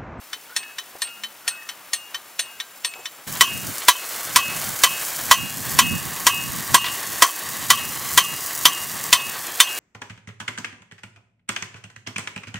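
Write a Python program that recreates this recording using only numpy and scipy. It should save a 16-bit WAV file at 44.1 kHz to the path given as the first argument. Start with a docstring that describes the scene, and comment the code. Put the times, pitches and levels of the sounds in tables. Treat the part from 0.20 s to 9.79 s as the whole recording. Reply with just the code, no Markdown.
"""A rain gun waters a field

The jet kicks a swinging arm out, and the arm slams back about twice a second. Each blow rings the
metal head and two long, pulsing tones. The jet hisses, small knocks come and go, and a bird trills.
We listen from across the grass and then, from 3.07 s, right beside the gun. There wind buffets the
microphone, and the blows overload it and briefly push the hiss down."""
import sys
import numpy as np
from scipy import signal
from scipy.fft import rfft, irfft
from scipy.io import wavfile
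from scipy.ndimage import uniform_filter1d, map_coordinates

SR = 44100
rng = np.random.default_rng(int(sys.argv[2]) if len(sys.argv) > 2 else 0)


def waveform_to_disk(signal):
    """Save audio, clipped to [-1, 1], as 16-bit WAV at the path in sys.argv[1]."""
    frames = np.transpose(np.atleast_2d(signal))
    scaled = np.clip(frames, -1, 1) * 32767
    samples = np.round(scaled).astype(np.int16)
    wavfile.write(sys.argv[1], SR, samples)


N = 422919
TIME = np.arange(N) / SR

# the arm slams on its stop: (time [s], force [dB], body [dB], clank [dB], lower long tone [dB],
# upper long tone [dB]); body is the low part of the sound, clank the part at 3-4 kHz
ARM_SLAMS = [(0.364, 0, 4, 0, -33.5, -42), (0.819, -1.5, 4, 1, -38, -34.5), (1.278, 0, 3.5, -0.5, -32, -44),
             (1.733, 0, 1, 1, -45, -35), (2.193, -0.5, 3.5, 2.5, -40, -37), (2.647, -2, 5, 4.5, -34.5, -44),
             (3.209, -1, 0.5, 1, -24, -23), (3.684, 2, -2, 1.5, -29.5, -35),
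             (4.16, 0, -1.5, -0.5, -19, -25.5), (4.636, -0.5, -1, 0, -24, -27),
             (5.112, 2.5, 1, 0.5, -24, -21.5), (5.589, 0, 0, 0.5, -18.5, -20.5),
             (6.067, -1.5, 0, -1.5, -20.5, -20.5), (6.544, 1, 0, -0.5, -27, -19.5),
             (7.022, 2, 2.5, -1.5, -34.5, -40), (7.503, 0, 0, 0.5, -26, -24.5),
             (7.976, 0.5, -1.5, 1.5, -28.5, -22.5), (8.454, 0, 1, 2.5, -31.5, -24),
             (8.928, 0.5, -2, 2, -23, -25.5), (9.402, 1.5, -4.5, 1, -25, -22.5)]
# the lighter kick between slams, heard only from afar: (time [s], force [dB])
ARM_KICKS = [(0.131, 0.5), (0.584, 0.5), (1.036, 0), (1.49, 0), (1.945, 0.5), (2.401, 0), (2.856, -1.5)]
# loose chatter of the arm: (time [s], force [dB])
ARM_CHATTER = [(3.158, -17.5), (3.619, -18.5), (6.643, -8), (6.663, -9), (6.671, -25), (6.684, -13.5),
               (6.745, -19), (8.785, -21)]
# noisy crack of a blow: (frequency [Hz], far slam [dB], far kick [dB], close slam [dB])
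CRACK_COLOUR = [(60, -29, -34, -23), (300, -13, -18, 13), (710, -5.5, -22, 11.5), (1320, 3, 4, 25.5),
                (3020, 14, 3.5, 23), (6560, 7.5, -3, 21.5), (11200, 1, -11, 17.5), (15300, -9, -11, 13.5)]
# tones of the head: (pitch [Hz], time to fade 60 dB [s], far slam [dB], far kick [dB], close slam [dB])
HEAD_TONES = [(690.0, 0.076, -44.0, -60.0, -23.0), (1001, 0.051, -35, -37, -4.5),
              (1070, 0.065, -38, -40, -9), (1135, 0.07, -46, -42, -10), (1625, 0.06, -38, -50, -16),
              (1830, 0.05, -19, -26, -20), (1959, 0.053, -32, -45, -7), (3057, 0.085, -43, -25, -10),
              (3245, 0.055, -32, -35, -11.5), (3560, 0.04, -23, -23, -9), (3925, 0.1, -33, -30, -22),
              (4242, 0.05, -17, -51, -27), (4330, 0.13, -32, -41, -24.5),
              (4800.0, 0.064, -42.0, -41.0, -23.0), (5076.0, 0.03, -26.0, -59.0, -19.0),
              (5620.0, 0.03, -19.0, -36.0, -15.0), (5740.0, 0.047, -29.0, -26.0, -11.0),
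              (6078, 0.13, -50, -45, -21), (6190, 0.14, -34, -55, -23),
              (6730.0, 0.042, -21.0, -58.0, -11.5), (7003.0, 0.035, -32.0, -56.0, -11.0),
              (7560.0, 0.056, -41.0, -35.0, -17.5), (8460, 0.17, -24, -59, -30),
              (8532.0, 0.058, -29.0, -43.0, -14.5), (9178, 0.12, -49, -54, -25),
              (9280, 0.08, -21, -60, -40), (9730.0, 0.053, -22.0, -35.0, -17.0),
              (11760, 0.07, -27, -49, -26), (12354.0, 0.064, -33.0, -48.0, -17.0),
              (13668, 0.1, -60, -55, -29)]
# long tones of the arm: (pitch [Hz], time to fade 60 dB [s])
ARM_TONES = [(2578, .54), (2824, .58)]
# how much the two sides of the microphone differ on a blow: (frequency [Hz], level [dB])
SIDE_COLOUR = [(1200, -59), (3500, -16.5), (9000, -21.0)]
# the close jet as the microphone moves round it: (time [s], roar [dB], spray [dB])
CLOSE_JET_LEVELS = [(3.51, -36.5, -30.5), (3.98, -34.5, -29.5), (4.94, -34, -28), (6.37, -34.5, -29.5),
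                    (7.32, -34, -29), (8.28, -34.5, -27), (9.23, -34, -30.5)]
# tone colour of the jet, far and close: (frequency [Hz], level [dB])
FAR_JET_COLOUR = [(29, -48), (50, -17), (310, -7), (404, -6.5), (551, -4.5), (735, -2), (1110, -1.5),
                  (1470, -1.5), (1740, -3), (4240, -7.5), (6690, -12.5), (7190, -11), (7920, -13),
                  (15500, -10.5)]
CLOSE_JET_COLOUR = [(180, -28), (300, -6), (907, -6.5), (1140, -2), (1440, -4.5), (1640, 1.5), (2280, -5),
                    (2520, -4), (3280, -3), (3630, -7.5), (4280, -3.5), (5850, -4), (7250, -2.5),
                    (9760, -5.5), (15500, -4)]
# a peak and two dips that the head puts in the close hiss: (frequency [Hz], width [Hz], gain [dB])
HEAD_HUM = [(1116, 57, 5.5), (1670, 180, -4), (2820, 1200, -5)]
# a near echo of the hiss, shifting as the microphone moves: (time [s], delay [ms])
ECHO_DELAYS = [(3.2, 1.28), (3.8, 1.42), (5.2, 1.27), (5.6, 1.08), (6.5, 1.05), (6.9, 1.12), (7.9, .97),
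               (8.4, 1.05), (9.1, 1.07), (9.4, 1.25)]
# faint ticks, thuds, rustles and arm bounces: (time [s], level [dB], centre [Hz], fade time [s])
SMALL_KNOCKS = [(0.164, -47, 450, 0.0097), (0.43, -34, 2600, 0.0083), (0.753, -37.5, 546, 0.0083),
                (0.872, -35, 2790, 0.011), (2.738, -27, 2430, 0.0037), (2.758, -39, 700, 0.028),
                (2.79, -37.5, 603, 0.016), (2.986, -43, 550, .018), (3.583, -14, 9000, .0007),
                (3.877, -24, 9000, .001)]
# strength of the wind on the microphone: (time [s], level [dB])
GUSTS = [(3.1, -39), (3.5, -33), (3.58, -52), (3.82, -59.0), (4.38, -35.5), (4.94, -52), (5.1, -32),
         (5.34, -37), (5.74, -27.5), (5.82, -37.5), (6.06, -34), (6.14, -41), (6.3, -31.5), (7.02, -43.5),
         (7.1, -63), (7.26, -39), (8.78, -43), (9.1, -42.5), (9.26, -56), (9.58, -54.1)]
# tone colour of the wind: (frequency [Hz], level [dB])
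GUST_COLOUR = [(12, -57), (20, -21), (141, 2), (195, -1), (225, -1), (282, -7), (506, -20), (600, -14),
               (780, -46), (1320, -120)]
# whistles in the far hiss: (start [s], end [s], start pitch [Hz], end pitch [Hz], width [Hz], level [dB])
HISS_WHISTLES = [(0.273, 0.394, 1350, 1620, 190, -47), (0.367, 0.56, 1900, 1620, 300, -47.5),
                 (0.799, 1.1, 1400, 1390, 18, -51), (.9, 1.193, 180, 249, 40, -60),
                 (1.2, 1.42, 1350, 1550, 290, -47), (1.331, 1.55, 1900, 1750, 250, -48),
                 (1.2, 2.203, 1195, 1210, 19, -55), (2.151, 2.655, 1600, 1564, 19, -57)]
# loudness of the bird's trill: (time [s], level [dB])
BIRD_LEVELS = [(1.8, -58), (2.1, -57), (2.5, -51), (2.85, -45), (3.0, -54)]

FAR_SLAM, FAR_KICK, CLOSE_SLAM = 0, 1, 2  # kinds of blow: each picks a level column
STEP_CLOSE_S, LEAD_S = 3.07, 0.02  # when we move close; how early a blow's sound starts
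KICK_TONES_DB = -58  # a kick hardly wakes the long tones
FAR_ROAR_DB, FAR_SPRAY_DB = -47.5, -45
BUFFET_PER_S, BUFFET_DB = 18, 2.1  # swirls within a gust, felt on both sides
GAIN_CONTROL_DB, GAIN_CONTROL_S = -11, 0.14  # level at which the power is halved; memory
TOP_HZ = 15750


def arm():
    """The swinging arm strikes again and again: slams, kicks and loose chatter."""
    out = np.zeros(N)
    for s, force_db, body_db, clank_db, *tones_db in ARM_SLAMS:
        if s < STEP_CLOSE_S:
            hit = blow(FAR_SLAM, body_db, clank_db, treble_db=1.3,
                       crack_db=0.5, ring_db=-2, crack_s=0.01, rebound_db=-12)
        else:
            hit = blow(CLOSE_SLAM, body_db, clank_db, treble_db=0.5,
                       crack_db=1.76, ring_db=1.2, crack_s=0.012, rebound_db=-12.5)
        add(out, s - LEAD_S, undb(force_db) * hit)
        add(out, s, long_tones(tones_db))
    for s, force_db in ARM_KICKS:
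        hit = blow(FAR_KICK, body_db=0, clank_db=0.5, treble_db=0,
                   crack_db=0.9, ring_db=-1.1, crack_s=0.0088, rebound_db=-19)
        add(out, s - LEAD_S, undb(force_db) * hit)
        add(out, s, long_tones([KICK_TONES_DB, KICK_TONES_DB]))
    for s, force_db in ARM_CHATTER:
        hit = blow(CLOSE_SLAM, body_db=-4, clank_db=-0.5, treble_db=-10,
                   crack_db=-4, ring_db=-7, crack_s=0.0097, rebound_db=-15)
        add(out, s - LEAD_S, undb(force_db) * hit)
    return out


def blow(kind, body_db, clank_db, treble_db, crack_db, ring_db, crack_s, rebound_db):
    """One blow: the arm's tip cuts the jet, the metal faces rattle together, the arm bounces."""
    size = 16384
    t = np.arange(size) / SR - LEAD_S
    after, hz = np.maximum(t, 0), bins(size)
    tone = [(1300, body_db), (2000, 0), (3000, clank_db), (4000, clank_db), (6000, treble_db)]
    lead = undb(-13.5) * np.exp(np.minimum(t, 0) / 0.0053) * (t < 0)
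    tail = undb(-19) * np.exp(-after / .024)
    first_contact = undb(-1.5) * np.exp(-after / 0.0011)
    rattle = (first_contact + np.exp(-after / crack_s) + tail) * (t >= 0)
    burst = unit((lead + rattle) * rng.standard_normal(size)) / np.sqrt(size)
    crack = shape(burst, colour(np.array(CRACK_COLOUR)[:, [0, 1 + kind]], hz) * colour(tone, hz))
    out = undb(crack_db) * crack + undb(ring_db) * head_ring(kind, tone, after)
    # two softer bounces mostly knock the hollow body
    soft = [(1000, body_db - 3), (1100, body_db + 6), (1700, -9),
            (3100, clank_db + 2), (4000, -7), (9000, -9)]
    for lag_s, drop_db in ((.023, 0), (.064, -9)):
        since_bounce = np.maximum(t - lag_s - rng.random() / 150, 0)
        out += undb(rebound_db + drop_db) * head_ring(kind, soft, since_bounce)
    return out


def head_ring(kind, tone, t):
    """The head rings; the arm lands a little differently each time and a film of water detunes it."""
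    modes = np.array(HEAD_TONES)
    chance = rng.standard_normal((len(modes), 3))
    gain = undb(modes[:, 2 + kind] + 3.45 * chance[:, 0]) * colour(tone, modes[:, 0])
    hz = modes[:, :1] + 7 * chance[:, 1:2]
    tones = beating_pair(hz, fade_s=modes[:, 1:2], phase=chance[:, 2:], t=t, partner=.45)
    attack = 1 - np.exp(-t / .0006)
    return gain @ tones * attack


def long_tones(levels_db):
    """Two slowly fading tones of the arm sing on after the blow."""
    t = np.arange(SR // 2) / SR
    return sum(undb(db) * beating_pair(hz, fade_s, rng.random(), t, partner=1)
               for (hz, fade_s), db in zip(ARM_TONES, levels_db))


def beating_pair(hz, fade_s, phase, t, partner):
    """A tone and a slightly higher partner drift in and out of step, so they pulse as they fade."""
    beat = 2 * np.pi * 1.9 * t / fade_s
    turn = 2 * np.pi * (hz * t + phase)
    return (np.sin(turn) - partner * np.sin(turn + beat)) * np.exp(-np.log(1000) * t / fade_s)


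def jet(roar_db, spray_db, gain, drop_db, flutter_db, surge_db, side_db):
    """The stream roars and breaks into fluttering spray; single drops tick through it."""
    high = 1 / (1 + (4500 / bins(N)) ** 8)  # spray lies above 4500 Hz, roar below
    ticks = rng.random(N) < 700 / SR  # about 700 drops a second
    sizes = undb(4.5 * np.minimum(rng.exponential(size=N), 3.5))
    drops = ticks * sizes * rng.choice([-1, 1], N)
    roar = noise(gain * (1 - high)) * undb(roar_db + flutter_db * wander(60))
    spray = unit(shape(rng.standard_normal(N) + undb(drop_db) * unit(drops), gain * high))
    spray *= undb(spray_db + flutter_db * wander(200))
    mist = noise(gain) * undb(roar_db + side_db)
    return stereo((roar + spray) * undb(surge_db * wander(10)), mist)


def with_echo(hiss):
    """A weak, shifting echo lifts some pitches of the hiss and thins others."""
    lag_ms, = curves(ECHO_DELAYS)
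    late = np.arange(N) - lag_ms * SR / 1000
    return hiss + .24 * np.array([map_coordinates(side, [late], order=3) for side in hiss])


def small_knocks():
    """Short bursts of noise: faint ticks, dull thuds, rustles, arm bounces and an odd droplet click."""
    out, t = np.zeros(N), np.arange(SR // 8) / SR
    for s, db, hz, decay_s in SMALL_KNOCKS:
        band = 1 / (1 + (np.log(bins(len(t)) / hz) / 0.42) ** 2)
        add(out, s, undb(db) * noise(band, len(t)) * np.exp(-t / decay_s))
    return out


def wind():
    """Gusts break into swirls that buffet each side of the microphone, mostly on its own."""
    gust_db, = curves(GUSTS)
    gain = colour(GUST_COLOUR, bins(N)) / (1 + (bins(N) / 600) ** 4)
    shared, left, right = (noise(gain) * undb(3 * wander(36)) for _ in range(3))
    sides = np.array([0.23 * shared + 0.58 * left, 0.27 * shared + 0.82 * right])
    return undb(gust_db + BUFFET_DB * wander(BUFFET_PER_S)) * sides


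def whistles():
    """Faint, narrow bands of noise swell, glide and fade."""
    out = np.zeros(N)
    for start, end, from_hz, to_hz, width_hz, db in HISS_WHISTLES:
        progress = np.linspace(0, 1, int((end - start) * SR))
        turn = 2 * np.pi * np.cumsum(from_hz + (to_hz - from_hz) * progress) / SR
        waver = sum(wander(width_hz)[:len(turn)] * wave(turn) for wave in (np.cos, np.sin))
        add(out, start, undb(db) * unit(waver) * np.sin(np.pi * progress))
    return out


def bird():
    """A small bird sings a fast trill of thin, arched notes."""
    db, = curves(BIRD_LEVELS)
    note = (TIME * 21.2) % 1  # runs from 0 to 1 in each note
    hz = 7350 - 1300 * (note - .55) ** 2 + 25 * wander(16)
    singing = (TIME > BIRD_LEVELS[0][0]) & (TIME < BIRD_LEVELS[-1][0])
    return singing * undb(db) * np.sin(np.pi * note) ** 2 * np.sin(2 * np.pi * np.cumsum(hz) / SR)


def undb(db):
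    """Turn decibels into a gain."""
    return 10 ** (np.asarray(db) / 20)


def unit(x):
    """Scale to an average power of one."""
    return x / np.sqrt(np.mean(x ** 2))


def curves(rows):
    """Join a table's points into one line in time for each value column."""
    s, *columns = np.transpose(rows)
    return [np.interp(TIME, s, c) for c in columns]


def bins(size):
    """The frequencies in a spectrum of this many samples."""
    return np.maximum(np.arange(size // 2 + 1) * SR / size, 1)


def colour(points, hz):
    """Join (frequency [Hz], level [dB]) points into a gain for each frequency."""
    f, db = np.transpose(points)
    return undb(np.interp(np.log(hz), np.log(f), db))


def shape(x, gain):
    """Filter by a gain for each frequency."""
    return irfft(rfft(x) * gain, x.shape[-1])


def noise(gain, size=N):
    """Filtered noise with a power of one."""
    return unit(shape(rng.standard_normal(size), gain))


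def wander(rate):
    """A smooth random line that heads for a new value `rate` times a second."""
    hold = int(SR / rate)
    steps = np.repeat(rng.standard_normal(N // hold + 1), hold)
    return unit(uniform_filter1d(uniform_filter1d(steps, hold), hold)[:N])


def add(out, s, x):
    """Mix a sound in at s seconds."""
    i = int(s * SR)
    out[i:i + len(x)] += x[:max(N - i, 0)]


def stereo(mid, side):
    """Left and right from what they share and how they differ."""
    return np.array([mid + side, mid - side])


def scene():
    """Far off the gun stands a little to the left; close up it is straight ahead."""
    hz = bins(N)
    humming = undb(sum(db / (1 + (2 * (hz - f) / width) ** 2) for f, width, db in HEAD_HUM))
    low_cut = 1 / (1 + (70 / hz) ** 4)
    far_jet = jet(FAR_ROAR_DB, FAR_SPRAY_DB, colour(FAR_JET_COLOUR, hz) * low_cut,
                  drop_db=-7, flutter_db=1, surge_db=-0.03, side_db=-16)
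    close_jet = jet(*curves(CLOSE_JET_LEVELS), colour(CLOSE_JET_COLOUR, hz) * humming,
                    drop_db=-1.5, flutter_db=1.35, surge_db=0.82, side_db=-35)
    blows = arm() + small_knocks()
    blows = stereo(blows, shape(blows, 1j * colour(SIDE_COLOUR, hz)))
    # from afar the left side is louder and the right arrives 0.55 samples later
    far = (blows + far_jet + bird() + whistles()) * undb([[.7], [-.7]])
    far = shape(far, np.exp(-2j * np.pi * hz / SR * np.array([[0], [.55]])))
    close = blows + with_echo(close_jet) + wind()
    closeness = np.clip((TIME - STEP_CLOSE_S) / 0.0097 + .5, 0, 1)
    return (1 - closeness) * far + closeness * close


def record(dry):
    """The gain drops after each loud blow and creeps back; peaks still clip; the top treble is cut."""
    memory = np.exp(-1 / (GAIN_CONTROL_S * SR))
    power = signal.lfilter([1 - memory], [1, -memory], np.mean(dry ** 2, axis=0))
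    clipped = np.clip(dry / np.sqrt(1 + power / undb(GAIN_CONTROL_DB) ** 2), -1, 1)
    return signal.sosfilt(signal.ellip(14, .1, 80, TOP_HZ, fs=SR, output="sos"), clipped)


dry = scene()
out = record(dry)
waveform_to_disk(out)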